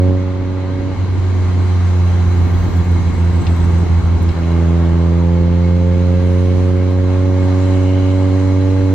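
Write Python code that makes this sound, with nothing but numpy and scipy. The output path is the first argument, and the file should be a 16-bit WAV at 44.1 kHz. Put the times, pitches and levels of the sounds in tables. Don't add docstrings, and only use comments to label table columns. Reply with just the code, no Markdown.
import sys
import numpy as np
from scipy import signal
from scipy.fft import rfft, irfft, next_fast_len
from scipy.io import wavfile
from scipy.ndimage import uniform_filter1d, map_coordinates

SR = 44100
rng = np.random.default_rng(int(sys.argv[2]) if len(sys.argv) > 2 else 0)


def wav_out(sig):
    wavfile.write(sys.argv[1], SR, np.round(np.clip(np.atleast_2d(sig).T, -1, 1) * 32767).astype(np.int16))


N = 394254
TIME_S = np.arange(N) / SR
LIFT_OFF_S, PULL_AWAY_S = 0.96, 4.335
PEDAL_SAG = 2.9


def engine():
    # time_s, firing_hz
    firing = [(0, 92.1), (.9, 93.3), (1.2, 92.4), (1.55, 90.9), (3, 86.8), (4.3, 84.6), (4.72, 84.5),
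              (5.1, 85.1), (6.25, 89.9), (6.65, 91.3), (7.2, 92.5), (8.94, 94.8)]
    firing_hz = curve(firing) * (1 + 0.0017 * wobble(15))
    phase = 2 * np.pi * np.cumsum(firing_hz) / SR
    return pulling(firing_hz, phase) + coasting(firing_hz, phase)


def pulling(firing_hz, phase):
    # time_s, level_db
    effort = [(.1, 0.4), (.2, -4.5), (.35, -7.5), (4.42, -6), (4.55, -2), (5.5, -2), (6.6, -0.8), (6.9, -2),
              (7.6, -0.8)]
    uneven = 1 + 0.0067 * wobble(45) + 0.017 * np.cos(phase / 2)
    tone = uneven * exhaust(firing_hz, phase, tilt=np.ones_like, lag_rad=np.pi / 2, rough=0.013)
    shake = amp(-43) * np.cos(phase / 2)
    gas = colour([(150, -24), (350, 1), (600, -3), (1000, -6), (2500, -18.5), (6000, -42)])
    puffs = unit(((1 + np.cos(phase)) / 2) ** 2) * noise(gas, patchy_db=-2.5)
    age_s = since(PULL_AWAY_S)
    rasp = amp(16) * (age_s > 0) * np.exp(-age_s / 0.45)
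    return throttle() ** PEDAL_SAG * amp(curve(effort)) * (tone + shake + amp(-47) * (1 + rasp) * puffs)


def coasting(firing_hz, phase):
    # centre_s, length_s, depth (0-1)
    stumbles = [(1.068, 0.027, 0.6), (1.183, 0.017, 0.5), (2.354, 0.016, .3), (2.493, 0.046, 0.8),
                (2.6, 0.072, 0.4), (2.703, 0.073, 1), (2.846, 0.044, 0.7), (3.012, 0.088, 0.7),
                (3.142, 0.099, 0.7), (3.325, 0.017, 0.9), (3.442, 0.07, 0.9), (3.567, 0.044, .6),
                (3.721, 0.019, 0.6), (3.8, 0.031, 0.2), (3.87, 0.061, 0.7), (4.022, 0.031, 1),
                (4.189, .04, 1)]
    # pitch_hz, gain_db
    softening = [(90, -0.5), (170, -6.5), (184, -8.5), (260, -7.5), (280, -10.5), (360, -7), (450, -16),
                 (550, -22), (900, -22)]
    shut = 1 - throttle()
    build_db = -2.8 * np.exp(-since(LIFT_OFF_S) / 0.5)
    steady = np.ones(N)
    for centre_s, length_s, depth in stumbles:
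        steady *= 1 - 0.76 * depth * np.exp(-(2 * (TIME_S - centre_s) / length_s) ** 4)
    slip = 0.74 * (1 - steady) * wobble(25)
    tone = exhaust(firing_hz, phase + slip, tilt=colour(softening), lag_rad=-np.pi / 2, rough=0.05)
    drone = shut ** PEDAL_SAG * amp(build_db) * steady * tone
    gas = colour([(20, -11), (50, 3), (110, 3.5), (200, -5), (310, -6.5), (400, -8), (480, -18.5),
                  (1000, -60)])
    burble = noise(gas, patchy_db=2.5) * amp([[-1.5], [1]])
    crowding_s = sum(length_s * swell(centre_s, 0.6) for centre_s, length_s, _ in stumbles)
    unrest = np.tanh(crowding_s / 0.065)
    burble_gain = amp(-40.5) + amp(-40) * shut + unrest * amp(-25 + 6.1 * (0.5 - steady))
    return drone + burble_gain * burble


def exhaust(firing_hz, phase, tilt, lag_rad, rough, harmonics=13):
    # pitch_hz, width_hz, level_db
    pipe = [(84.8, 27.7, -10.5), (172.5, 12, -15.5), (253, 40, -25.5), (283.3, 12.7, -18.5), (341, 14, -25),
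            (366.5, 21, -26), (427, 41, -32.5), (452.6, 18, -29.5), (476.4, 8.4, -26.5), (516, 6, -29.5),
            (531, 17, -26.5), (556.8, 28.4, -27.5), (592, 17, -37.5), (660, 56, -49), (737, 16, -48),
            (862, 32, -39.5), (1110, 140, -56.5)]
    limp = 0.032 * np.cos(phase / 2)
    tone = np.zeros((2, N))
    for k in range(1, harmonics + 1):
        hz = k * firing_hz
        gain = resonances(pipe, hz) * tilt(hz) * (1 + rough * k * wobble(15))
        skew = lag_rad * (k > 1)
        tone += gain * standing_wave(k * (phase + limp) - skew, hz)
    return tone


def standing_wave(phase, hz):
    # pitch_hz, left_over_right_db, left_lead_rad
    image = [(90, -1, 0.21), (175.7, -4.5, 0.39), (187, -20.5, -1.3), (277, -4, 0.52), (360, -7, 0.44),
             (466, -8.5, -0.11), (560, -3, -0.27), (620, -6.5, 0.28), (1000, 8.5, -0.29)]
    sides = np.array([[0.5], [-0.5]])
    gain = amp(sides * along(image, hz, column=1))
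    return np.sqrt(2) * gain / gain.mean(0) * np.cos(phase + sides * along(image, hz, column=2))


def throttle(travel_s=0.059):
    moved = lambda at_s: np.clip((TIME_S - at_s) / travel_s + 0.5, 0, 1)
    return 1 - moved(LIFT_OFF_S) + moved(PULL_AWAY_S)


def wind_and_road():
    # pitch_hz, gain_db
    rumble_eq = [(15, -10), (28, 2), (45, 0.5), (62, -1), (120, -0.5), (220, 1), (380, -4.5), (520, -12),
                 (800, -25.5), (1500, -69)]
    tyre_eq = [(250, -33.5), (450, -2.5), (620, 0), (760, 0.5), (900, 3.5), (1000, -1), (1110, 1.5),
               (1300, -5), (1600, -10.5), (2100, -26), (4000, -64.5)]
    # time_s, level_db
    surface = [(.3, -37), (1.2, -36), (2.2, -33), (3.9, -34), (4.5, -33.5), (5.1, -34), (5.5, -37),
               (6.6, -37), (7.2, -34.5), (7.9, -33.5), (8.9, -36.5)]
    gust = wobble(9)
    rumble = amp(-28.5 + 1.9 * wobble(9.9)) * noise(colour(rumble_eq), patchy_db=-0.5)
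    tyres = amp(curve(surface) + 0.5 * gust) * noise(colour(tyre_eq), patchy_db=0.5)
    return rumble + cabin_echoes(tyres + window_air(gust), wet=0.38)


def window_air(gust):
    # time_s, strength_db
    wind = [(0.1, -56), (0.39, -58.5), (1.74, -49.5), (3.75, -50), (4.05, -51.5), (4.46, -50.5),
            (5.34, -54.5), (6.47, -52), (7.06, -53.5), (7.7, -48), (7.92, -50), (8.9, -51)]
    # pitch_hz, gain_db
    rush_eq = [(880, -20.5), (1500, -2), (1930, -2), (2180, 0), (2400, -6), (2920, -7), (3630, -10),
               (4010, -7.5), (4330, -9.5), (5200, -19), (6760, -53.5), (11400, -120)]
    hiss_eq = [(2880, -31), (4900, -1.5), (5160, -4), (6610, 1.5), (7110, -2.5), (7750, -1), (8600, -18),
               (11200, -43.5), (18900, -120)]
    sizzle_eq = [(7000, -21.5), (8600, -1), (9500, 0), (11000, -5.5), (13000, -14), (15500, -16)]
    # pitch_hz, width_hz, level_db
    gap_modes = [(2147, 61, 0), (4020, 66, -2.5), (5480, 110, -11), (5880, 160, -11.5), (6520, 150, -10.5)]
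    flow_db = curve(wind) - curve(wind).mean()
    rush_db = -40.5 + 0.39 * flow_db + 0.33 * gust + 0.45 * wobble(50)
    rush = amp(rush_db) * noise(colour(rush_eq), patchy_db=0.72)
    speed_db = 0.2 * since(PULL_AWAY_S)
    gap_db = -50.3 + speed_db + 0.6 * flow_db + 0.49 * wobble(8.3)
    gap = amp(gap_db) * ringing(gap_modes, patchy_db=1.2)
    hiss = amp(-52.6 + flow_db + 0.4 * gust) * noise(colour(hiss_eq), patchy_db=1.5)
    bright_db = 4 * swell(centre_s=6.42, length_s=0.7)
    sizzle_db = -63 + 1.15 * flow_db + bright_db + 0.5 * gust
    sizzle = amp(sizzle_db) * noise(colour(sizzle_eq), patchy_db=1.5)
    return (rush + gap) * amp([[0.5], [-0.5]]) + hiss + sizzle


def cabin_echoes(x, wet, count=14):
    echoes = np.zeros((2, SR // 40))
    for ear in echoes:
        ear[rng.integers(SR // 500, len(ear), count)] = wet * rng.standard_normal(count) / np.sqrt(count)
    return (x + signal.fftconvolve(x, echoes, axes=1)[:, :N]) / np.hypot(1, wet)


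def body_thumps():
    # start_s, relative_db
    bumps = [(.42, -24.5), (1.055, -14.5), (1.587, -15), (3.33, -27), (5.12, -17)]
    modes = [(220, 120, -1), (412, 150, 4), (590, 160, -2.5), (1100, 460, -17.5)]
    return strikes(bumps, modes, t60_s=0.059, attack_s=0.0054, gain_db=-1)


def trim_clicks():
    # start_s, relative_db
    clicks = [(2.369, -40.5), (3.4671, -23.5), (4.2892, -29.5)]
    modes = [(2800, 700, 1), (3920, 1100, -1.9), (5070, 400, -2)]
    return strikes(clicks, modes, t60_s=0.045, attack_s=0.0006, gain_db=-2.5)


def collar_tags():
    # start_s, relative_db
    touches = [(2.7691, -44), (2.8437, -48), (2.9153, -46), (3.563, -44.5), (3.637, -44.5), (3.704, -52.5),
               (3.7838, -50.5), (4.225, -40.5), (4.3226, -49), (6.9062, -49.5)]
    modes = [(5600, 600, -1), (7900, 900, 3), (10500, 1800, -4), (13500, 2200, -1.5)]
    return strikes(touches, modes, t60_s=0.043, attack_s=0.0008, gain_db=0.5)


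def tree_whoosh():
    # centre_s, length_s, level_db
    whooshes = [(4.5, 0.3, -48.5), (6.5, .9, -52.5), (7.92, 0.57, -42.5)]
    return passing(whooshes) * ringing([(2940, 280, 0.13), (2170, 160, 0.87)], patchy_db=-2)


def insects():
    # centre_s, length_s, level_db
    shrillers = [(1.55, .4, -70), (2.15, .7, -63), (2.62, .55, -55), (3.5, 1.4, -62)]
    shrill_eq = [(7000, -48.5), (10500, -15.5), (13000, -6), (14800, 3.5), (15800, -3)]
    shrill = noise(colour(shrill_eq), patchy_db=0)
    buzz = ringing([(8000, 450, 0)], patchy_db=4)
    shrill *= passing(shrillers) * amp(0.7 * wobble(40))
    buzz *= swell(centre_s=3.5, length_s=1) * amp(-55.5 + 3.8 * wobble(60))
    return shrill + buzz


def strikes(events, modes, t60_s, attack_s, gain_db):
    envelope = np.zeros(N)
    for start_s, relative_db in events:
        age_s = since(start_s)
        decay_db = 60 * np.minimum(age_s / t60_s, 2)
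        envelope += amp(relative_db - decay_db) * (1 - np.exp(-age_s / attack_s))
    return amp(gain_db) * envelope * ringing(modes, patchy_db=2.5)


def ringing(modes, patchy_db):
    return noise(lambda hz: resonances(modes, hz), patchy_db)


def noise(response, patchy_db):
    # pitch_hz, correlation (-1 to 1)
    likeness = [(40, 1), (200, 0.052), (500, 0.64), (1000, 0.8), (2200, 0.64), (4000, 0.16), (6000, -0.16),
                (9000, -0.16), (14000, 0.044)]

    def mid_and_side(hz):
        angle = np.arccos(np.clip(along(likeness, hz), -1, 1)) / 2
        return response(hz) * np.array([np.cos(angle), np.sin(angle)])

    spectra = signal.stft(rng.standard_normal((2, N)), nperseg=512)[2]
    patches = uniform_filter1d(rng.standard_normal(spectra.shape[1:]), size=5, axis=0)
    patches = uniform_filter1d(patches, size=14, axis=1)
    pair = signal.istft(spectra * amp(patchy_db * unit(patches)), nperseg=512)[1][:, :N]
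    mid, side = filtered(pair, mid_and_side)
    return unit(np.array([mid + side, mid - side]))


def resonances(modes, hz):
    return np.sqrt(sum(amp(db) ** 2 / (1 + 2 * ((hz - pitch_hz) / width_hz) ** 2) ** 2
                       for pitch_hz, width_hz, db in modes))


def colour(points):
    return lambda hz: amp(along(points, hz))


def along(points, hz, column=1):
    columns = np.transpose(points)
    return np.interp(np.log(hz + 1), np.log(columns[0] + 1), columns[column])


def filtered(x, response):
    size = next_fast_len(N + SR // 4)
    return irfft(rfft(x, size) * response(np.fft.rfftfreq(size, 1 / SR)), size)[..., :N]


def passing(rows):
    return np.sqrt(sum((amp(db) * swell(centre_s, length_s)) ** 2 for centre_s, length_s, db in rows))


def swell(centre_s, length_s):
    return np.exp(-np.square(2 * (TIME_S - centre_s) / length_s))


def since(start_s):
    return np.maximum(TIME_S - start_s, 0)


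def curve(points):
    return np.interp(TIME_S, *np.transpose(points))


def wobble(rate_hz):
    return map_coordinates(rng.standard_normal(int(N * rate_hz / SR) + 4), [TIME_S * rate_hz])


def amp(db):
    return 10 ** (np.asarray(db) / 20)


def unit(x):
    return x / np.sqrt(np.mean(x ** 2) + 1e-20)


def scene():
    knocks = collar_tags() + trim_clicks() + body_thumps()
    return engine() + wind_and_road() + knocks + tree_whoosh() + insects()


def record(dry, top_hz=15790):
    return filtered(dry, lambda hz: hz < top_hz)


dry = scene()
out = record(dry)
wav_out(out)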